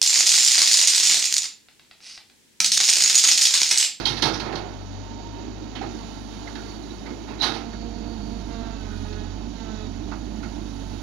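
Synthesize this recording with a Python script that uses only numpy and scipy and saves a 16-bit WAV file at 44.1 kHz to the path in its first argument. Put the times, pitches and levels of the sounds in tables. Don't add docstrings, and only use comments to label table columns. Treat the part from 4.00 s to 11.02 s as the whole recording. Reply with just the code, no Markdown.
import sys
import numpy as np
from scipy import signal
from scipy.fft import rfft, irfft
from scipy.io import wavfile
from scipy.ndimage import uniform_filter1d

SR = 44100
rng = np.random.default_rng(int(sys.argv[2]) if len(sys.argv) > 2 else 0)


def generate_wav(signal):
    frames = np.transpose(np.atleast_2d(signal))
    scaled = np.clip(frames, -1, 1) * 32767
    pcm = np.round(scaled).astype(np.int16)
    wavfile.write(sys.argv[1], SR, pcm)


N = 309582
T = np.arange(N) / SR

# frequency_hz, gain_db
LEFT_PORT_GAIN = [(30, 0), (95, -5), (140, -0.5), (210, -12.5), (330, -16.5), (500, -18.5), (770, -21),
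                  (1800, -23), (4200, -24.5), (7000, -24.5), (15000, -22)]
# frequency_hz, lead_rad
LEFT_PORT_PHASE = [(30, 0.31), (100, -0.57), (260, -1.1), (500, -0.69), (1030, -0.18), (1800, 0)]

# frequency_hz, relative_db
GEAR_SPECTRUM = [(170, -30), (240, -1), (290, 5), (380, -2), (480, -12.5), (600, -15.5), (1500, -26.5),
                 (3500, -30), (7000, -56)]
HISS_SPECTRUM = [(1410, -13.5), (2400, -9.5), (2790, -8.5), (2910, -4), (3070, -3.5), (3550, -3.5),
                 (3830, 2.5), (4220, -4.5), (4580, 0), (5100, -9.5), (5550, -5.5), (6010, -7), (6830, -4),
                 (7060, -9.5), (7400, -31), (9620, -54), (16300, -120)]
FIZZ_SPECTRUM = [(6500, -25), (7500, -12), (8900, -7.5), (10000, -3.5), (11100, 0), (11700, -12.5),
                 (13000, -16), (15000, -18), (16000, -4.5)]
RUMBLE_SPECTRUM = [(22, -34), (40, -22), (70, -6), (110, -8.5), (170, -9.5), (222, 2.5), (260, -4.5),
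                   (300, -2.5), (350, -8.5), (420, -19.5), (520, -31.5), (900, -70)]
CLATTER_SPECTRUM = [(250, -10), (430, 0.5), (466, -5), (489, -7), (582, -4.5), (673, -3), (770, -4),
                    (897, -1.5), (1070, -10), (1540, -14), (1820, -18.5), (2900, -23), (3770, -23),
                    (6380, -120)]
PLATE_SPECTRUM = [(60, -20), (135, -1.5), (195, -12.5), (330, -0.5), (560, -11), (800, -2), (1100, -6.5),
                  (1400, -5.5), (2500, -11), (3200, -4.5), (3950, 1.5), (5000, -7), (6400, -12.5),
                  (7100, -27.5), (7700, -32.5), (10700, -26.5), (13000, -42), (16000, -50)]

# start_s, end_s, level_db, rise_s, fade_s
GEAR_RUMBLES = [(1.05, 1.702, -42, 0.25, 0.64), (2.354, 3.152, -45, 0.29, 0.31)]
# time_s, level_db
FIZZ_LEVELS = [(0, -69), (0.7, -70), (1.2, -74), (1.7, -74), (1.95, -66), (2.6, -64), (3.2, -67.5),
               (3.9, -71.5), (4.3, -66), (4.75, -69.5), (5.0, -64), (5.3, -70.5), (6.15, -68), (7.02, -63)]
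# start_s, end_s, level_db, rise_s, fade_s
VALVE_WHISTLES = [(2.5, 2.72, -54, 0.25, 0.2), (3.4, 4.25, -55.5, 0.57, 0.3), (4.55, 5.0, -64, 0.18, 0.25)]
# start_s, end_s, relative_whine_db, strain_db, added_hiss_db
RAM_STROKES = [ (1.803, 2.106, -48, -0.5, 2.5), (2.249, 2.66, -50, 1.5, 3.5), (3.42, 4.34, -41.5, -10.5, 0),
               (4.442, 4.726, -41.5, 0, 0.5), (4.769, 5.24, -49.5, 4, 0.8),
               (5.519, 5.798, -41.5, -1.5, 1.4), (6.42, 6.896, -53, -1.5, 0)]
# piston_rate_multiple, relative_db
PUMP_HARMONICS = [(1, -1.5), (2, -10.5), (3, -14), (4, -12.5), (5, -25), (6, -16), (7, -19), (8, -27.5),
                  (9, -22), (10, -30), (11, -31), (12, -21), (13, -37), (14, -26), (16, -22), (17, -30),
                  (18, -21)]
# centre_hz, width_hz, lift_db
PANEL_RESONANCES = [(419.7, 17.07, 10), (654, 22, 6.5), (686.6, 7.7, 8.5), (883, 48, 4.5), (1135, 36, 10.5),
                    (1520, 33, 7.5), (1582, 53, 1), (1680, 31, 13.5)]

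# time_s, firing_hz
ENGINE_SPEED = [(0, 51.3), (0.5, 51.13), (0.88, 48.0), (1.18, 51.22), (1.8, 52.12), (2.05, 49.9),
                (2.3, 49.94), (2.5, 51.1), (2.8, 51.1), (3.1, 52.55), (3.4, 51.1), (4.0, 51.37),
                (4.55, 50.93), (4.75, 50.0), (4.85, 47.3), (4.95, 45.82), (5.12, 46.7), (5.3, 47.0),
                (5.41, 50.8), (5.59, 50.4), (5.74, 47.97), (5.93, 46.9), (6.03, 50.85), (6.2, 52.06),
                (6.5, 51.76), (6.82, 48.9), (7.02, 49.5)]
# firing_rate_multiple, relative_db
ENGINE_ORDERS = [(2.5, -40), (3, -20), (3.5, -16), (4, -15.5), (5, -13), (5.7, -7.5), (6, -13.5)]

# start_s, thud_db, clang_db, ring_db, base_rise_s, base_t60_s, pitch_hz, pitch_lift_db
BUCKET_BLOWS = [ (-0.03, -31.5, -32, -28.5, 0.0048, 0.5, 4270, 0),
                (0.053, -28.5, -27.5, -18.5, 0.0021, 0.5, 890, 9),
                (0.165, -48, -39, -29.5, 0.0047, 0.44, 4000, 1),
                (0.221, -21, -21, -14.5, 0.0012, 0.4, 845, 2.5),
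                (0.250, -24.5, -25.5, -31, 0.005, 0.27, 600, 11),
                (0.334, -44, -36, -28, .004, 0.29, 5660, 10),
                (0.397, -34.5, -31, -28, 0.0008, 0.24, 830, -5),
                (0.447, -33.5, -40, -38.5, .003, 0.37, 1290, 11),
                (0.522, -29, -31, -37.5, 0.0018, 0.19, 800, 4),
                (0.553, -37, -37.5, -28.5, 0.001, 0.25, 4500, 5),
                (1.750, -49.5, -37.5, -33.5, 0.0083, 0.18, 3110, 14),
                (1.811, -29.5, -29, -40.5, 0.009, 0.19, 770, 13),
                (2.472, -50, -40, -42, 0.0016, 0.12, 2060, 14),
                (2.553, -38, -38, -37.5, .0002, 0.17, 1500, 18),
                (3.056, -32, -41.5, -45, 0.005, 0.29, 2198, 11),
                (3.270, -34.5, -38, -46.5, 0.018, 0.39, 890, 6.5),
                (3.392, -44, -41, -36, 0.01, 0.2, 4300, 4), (3.416, -27.5, -23, -18.5, 0.0095, 0.4, 800, 3),
                (3.536, -41, -38, -33.5, 0.0051, 0.41, 780, 12),
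                (3.729, -35, -37, -42.5, 0.0033, 0.064, 1800, 12),
                (5.126, -55, -56, -39, 0.002, 0.088, 3900, 6),
                (6.114, -44, -31.5, -44, 0.0003, 0.13, 1201, 10),
                (6.426, -38.5, -37.5, -42.5, 0.0052, 0.13, 1417, 15)]
BAND_EDGES = [70, 520, 1700, 2800, 16000]
# pitch_hz, relative_db, t60_s
BUCKET_MODES = [(137.4, -4.5, 0.76), (627, -10, 0.86), (724, -11, 0.37), (819, -5, 0.53), (890, -1, 0.3),
                (1247, -10.5, 0.6), (1340, -7.5, 0.56), (1418, -26, 0.44), (1920, -28, 0.36),
                (1973, -5, 0.2), (2162, -6, 0.51), (3140, -20, 0.29), (3260, -11, 0.36), (3615, -25, 0.47),
                (3800, -17, 0.25), (3900, -17, 0.2), (3960, -16, 0.22), (4200, -9, 0.27), (4420, -9, 0.3),
                (4300, -23, 0.25), (4450, -22, 0.28), (4640, -18, 0.58), (4800, -21, 0.21),
                (5540, -19, 0.2)]
# peak_s, level_db, pitch_hz, half_length_s
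PIN_SQUEAKS = [(0.0568, -12.5, 3950, 0.0014), (0.059, -22.5, 3270, 0.0044), (0.078, -27, 3210, 0.013),
               (0.082, -25, 3800, 0.015), (2.477, -38, 2070, 0.0037), (2.841, -41, 3980, 0.0038),
               (2.909, -37.5, 3910, 0.0046), (3.069, -46, 2046, 0.0092), (3.4, -38.5, 3910, 0.013),
               (3.415, -14.5, 3930, 0.0046), (3.441, -20, 4000, 0.016), (3.489, -29, 3820, 0.043),
               (4.92, -49, 1515, 0.055)]

GOVERNED_HZ, FULL_FUEL_SAG_HZ, FUEL_LAG_S = 50.27, 3.8, 0.025
PISTONS_PER_FIRING = 9 / 2
VALVE_OPEN_S, VALVE_SHUT_S = 0.098, 0.14
DIG_START_S, DIG_RISE_S = 3.3, 0.72


def amp(db):
    return 10 ** (np.asarray(db) / 20)


def unit(x):
    return x / np.sqrt(np.mean(x ** 2) + 1e-20)


def over_time(points):
    return np.interp(T, *np.transpose(points))


def over_frequency(points, hz):
    f, value = np.transpose(points)
    return np.interp(np.log(hz + 1), np.log(f + 1), value)


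def ramp(start_s, rise_s):
    return np.sin(np.pi / 2 * np.clip((T - start_s) / rise_s, 0, 1)) ** 2


def held(start_s, end_s, rise_s=VALVE_OPEN_S, fade_s=VALVE_SHUT_S):
    return ramp(start_s, rise_s) * (1 - ramp(end_s, fade_s))


def swells(rows):
    return sum(amp(db) * held(start, end, rise, fade) for start, end, db, rise, fade in rows)


def add(mix, start_s, sound):
    start = round(start_s * SR)
    sound = sound[max(-start, 0):]
    part = mix[max(start, 0):][:len(sound)]
    part += sound[:len(part)]


def drift(rate_hz):
    hz = np.fft.rfftfreq(N, 1 / SR)
    return unit(irfft(rfft(rng.standard_normal(N)) / (1 + (hz / rate_hz) ** 4), N))


def noise(spectrum):
    hz = np.fft.rfftfreq(N, 1 / SR)
    return unit(irfft(rfft(rng.standard_normal(N)) * amp(over_frequency(spectrum, hz)), N))


def tone(cycles, flutter_db, flutter_hz, jitter_rad):
    gain = np.sqrt(2) * amp(flutter_db * drift(flutter_hz))
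    return gain * np.cos(2 * np.pi * cycles + jitter_rad * drift(flutter_hz))


def throb(cycles, depth, lag):
    return unit(1 + depth * np.cos(2 * np.pi * (cycles - lag)))


def loaded(idle_db, db_per_hz):
    sag_hz = np.interp(T - FUEL_LAG_S, T, GOVERNED_HZ - over_time(ENGINE_SPEED))
    return idle_db + db_per_hz * np.clip(sag_hz, 0, FULL_FUEL_SAG_HZ)


def hydraulics(idle_whine_db=-57.5, idle_strain_db=1.5):
    gain, strain_db, hiss_db = amp(idle_whine_db), idle_strain_db, 0
    for start, end, whine_db, stroke_strain_db, flow_db in RAM_STROKES:
        opening = held(start, end)
        gain = gain + opening * amp(whine_db)
        strain_db = strain_db + opening * (stroke_strain_db - idle_strain_db)
        hiss_db = hiss_db + opening * flow_db
    return gain, strain_db, hiss_db


def microphone_ports(sound):
    hz = np.fft.rfftfreq(N, 1 / SR)
    left_lead = np.exp(1j * over_frequency(LEFT_PORT_PHASE, hz))
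    left_over_right = amp(over_frequency(LEFT_PORT_GAIN, hz)) * left_lead
    right = 2 * rfft(sound) / (1 + left_over_right)
    return irfft(np.array([left_over_right * right, right]), N)


def surroundings():
    spectrum = [(25, -14), (60, -4), (250, 5), (500, 5), (900, -9), (2000, -30), (7000, -35)]
    return amp(-66) * np.array([noise(spectrum), noise(spectrum)])


def with_reflections(sound, level_db=-10, t60_s=0.064):
    t = np.arange(SR // 4) / SR
    taps = rng.standard_normal(len(t)) * (rng.random(len(t)) < 0.05) * amp(-60 * t / t60_s)
    taps = signal.sosfilt(signal.butter(2, 700, "high", fs=SR, output="sos"), taps)
    return sound + amp(level_db) * signal.fftconvolve(sound, taps / np.linalg.norm(taps))[:N]


def slew_motor(firings):
    gain = amp(-49.5) * held(0.8, 1.32, rise_s=0.4, fade_s=0.25)
    return gain * tone(4 * PISTONS_PER_FIRING * firings, flutter_db=2.2, flutter_hz=18, jitter_rad=0.55)


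def slew_gear():
    return swells(GEAR_RUMBLES) * amp(drift(18)) * noise(GEAR_SPECTRUM)


def oil(firings):
    _, _, flow_db = hydraulics()
    hiss = amp(-51 + flow_db) * noise(HISS_SPECTRUM) * throb(firings, depth=0.063, lag=0.12)
    hiss *= amp(0.5 * drift(30) + 0.39 * drift(1.8))
    fizz = amp(over_time(FIZZ_LEVELS)) * noise(FIZZ_SPECTRUM) * amp(0.51 * drift(40))
    whistle = noise([(3900, -40), (4300, -9), (4500, 2), (4700, -6), (5100, -44)])
    whistle *= swells(VALVE_WHISTLES) * amp(2.6 * drift(25))
    return hiss + fizz + whistle


def pump(firings):
    gain, strain_db, _ = hydraulics()
    strokes = PISTONS_PER_FIRING * firings
    piston_hz = PISTONS_PER_FIRING * over_time(ENGINE_SPEED)
    whine = np.zeros(N)
    for k, db in PUMP_HARMONICS:
        panel_db = sum(lift_db / (1 + (2 * (k * piston_hz - hz) / width) ** 2)
                       for hz, width, lift_db in PANEL_RESONANCES)
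        strain_share = np.clip((k - 3) / 2, 0, 1)
        harmonic = tone(k * strokes, flutter_db=2.5, flutter_hz=14.1, jitter_rad=0.25 + 0.048 * k)
        whine += amp(db + strain_share * strain_db + panel_db) * harmonic
    groan = noise([(700, -40), (1150, 1), (1500, 5), (2000, -7), (2600, -24), (3800, 4), (6000, -38)])
    groan *= amp(strain_db - 14) * throb(strokes, depth=0.18, lag=0)
    return amp(-1) * gain * (whine + groan)


def engine(firings):
    digging = ramp(DIG_START_S, DIG_RISE_S)
    rumble_db = loaded(-44, db_per_hz=-1.14) + 6 * digging + 0.8 * drift(1.5)
    tones_db = loaded(-44, db_per_hz=-0.4) + 3 * digging
    shaking = amp(-34) * held(0.4, 0.35, fade_s=0.51)
    clatter_gain = amp(loaded(-46.4, db_per_hz=-0.08)) + shaking
    tones = sum(amp(db) * tone(k * firings, flutter_db=4.5, flutter_hz=9, jitter_rad=1)
                for k, db in ENGINE_ORDERS)
    rumble = noise(RUMBLE_SPECTRUM) * throb(firings, depth=0.16, lag=0.23)
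    rumble *= throb(firings / 2, depth=0.12, lag=0.1)
    clatter = noise(CLATTER_SPECTRUM) * throb(firings, depth=0.031, lag=0.54) * amp(0.74 * drift(20))
    return amp(tones_db) * tones + amp(rumble_db) * rumble + clatter_gain * clatter


def exhaust(firings):
    digging = ramp(DIG_START_S, DIG_RISE_S)
    slewing = held(-0.2, 1.9)
    firing_db = loaded(-43.5, db_per_hz=0.1) + 6.5 * digging + 0.7 * drift(4.5)
    octave_db = loaded(-49.5, db_per_hz=2.5) + 2 * digging + 5.4 * slewing + 1.6 * drift(7.1)
    balance_db = 10.5 - 17 * digging
    side = np.array([[0.5], [-0.5]])
    firing_tone = amp(firing_db + side * balance_db) * np.cos(2 * np.pi * firings - side * 0.79)
    octave = amp(octave_db + side * (balance_db - 4.5)) * np.cos(4 * np.pi * firings - 0.3 - side * 1.06)
    return np.sqrt(2) * (firing_tone + octave)


def steel_blow(bands_db, rise_s, t60_s, pitch_hz, lift_db, modes_db=-5, wash_db=-6, rattle_db=1.03):
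    t = np.arange(SR) / SR
    hz = np.fft.rfftfreq(SR, 1 / SR)
    struck_db = lift_db / (1 + ((hz - pitch_hz) / (0.11 * pitch_hz)) ** 2)
    plates = rfft(rng.standard_normal(SR)) * amp(over_frequency(PLATE_SPECTRUM, hz) + struck_db)
    attacks = [1 - np.exp(-t / (rise_s + extra_s)) for extra_s in (0.008, 0.0087, 0.002, 0.00015)]
    decays_s = t60_s * np.array([1.83, 1.14, 1.18, 0.87])
    wash = np.zeros(SR)
    for low, high, db, attack, decay_s in zip(BAND_EDGES, BAND_EDGES[1:], bands_db, attacks, decays_s):
        band_noise = unit(irfft(plates * ((hz >= low) & (hz < high)), SR))
        envelope = attack * amp(-60 * t / decay_s)
        wash += amp(db + wash_db) * band_noise * envelope / envelope.max()
    wash *= amp(rattle_db * unit(uniform_filter1d(rng.standard_normal(SR), size=130)))
    ring = np.zeros(SR)
    for mode_hz, db, decay_s in BUCKET_MODES:
        phase, share = rng.random(2)
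        band = np.searchsorted(BAND_EDGES, mode_hz) - 1
        fall_db = -60 * t / min(decay_s, 2 * t60_s)
        envelope = attacks[band] * amp(bands_db[band] + db + modes_db + fall_db)
        ring += (0.5 + share) * envelope * np.sin(2 * np.pi * (mode_hz * t + phase))
    return wash + ring


def bucket():
    out = np.zeros(N)
    for start_s, thud_db, clang_db, ring_db, rise_s, t60_s, pitch_hz, lift_db in BUCKET_BLOWS:
        clack_db = -16 + 0.7 * (clang_db + ring_db) / 2
        bands_db = [thud_db, clang_db, clack_db, ring_db]
        add(out, start_s, steel_blow(bands_db, rise_s, t60_s, pitch_hz, lift_db))
    slip_rad = 0.69 * drift(220)
    for peak_s, db, pitch_hz, half_length_s in PIN_SQUEAKS:
        t = T - peak_s
        out += amp(db) * np.exp(-(t / half_length_s) ** 2) * np.sin(2 * np.pi * pitch_hz * t + slip_rad)
    return out


def scene():
    firings = np.cumsum(over_time(ENGINE_SPEED)) / SR
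    machine = with_reflections(engine(firings) + slew_gear() + oil(firings) + bucket())
    machine += pump(firings) + slew_motor(firings)
    return surroundings() + exhaust(firings) + microphone_ports(machine)


def record(dry):
    hiss = amp(-73.5) * rng.standard_normal(dry.shape)
    low_pass = signal.firwin(511, 15800, window=("kaiser", 9), fs=SR)
    return signal.oaconvolve(dry + hiss, low_pass[None], "same")


dry = scene()
out = record(dry)
generate_wav(out)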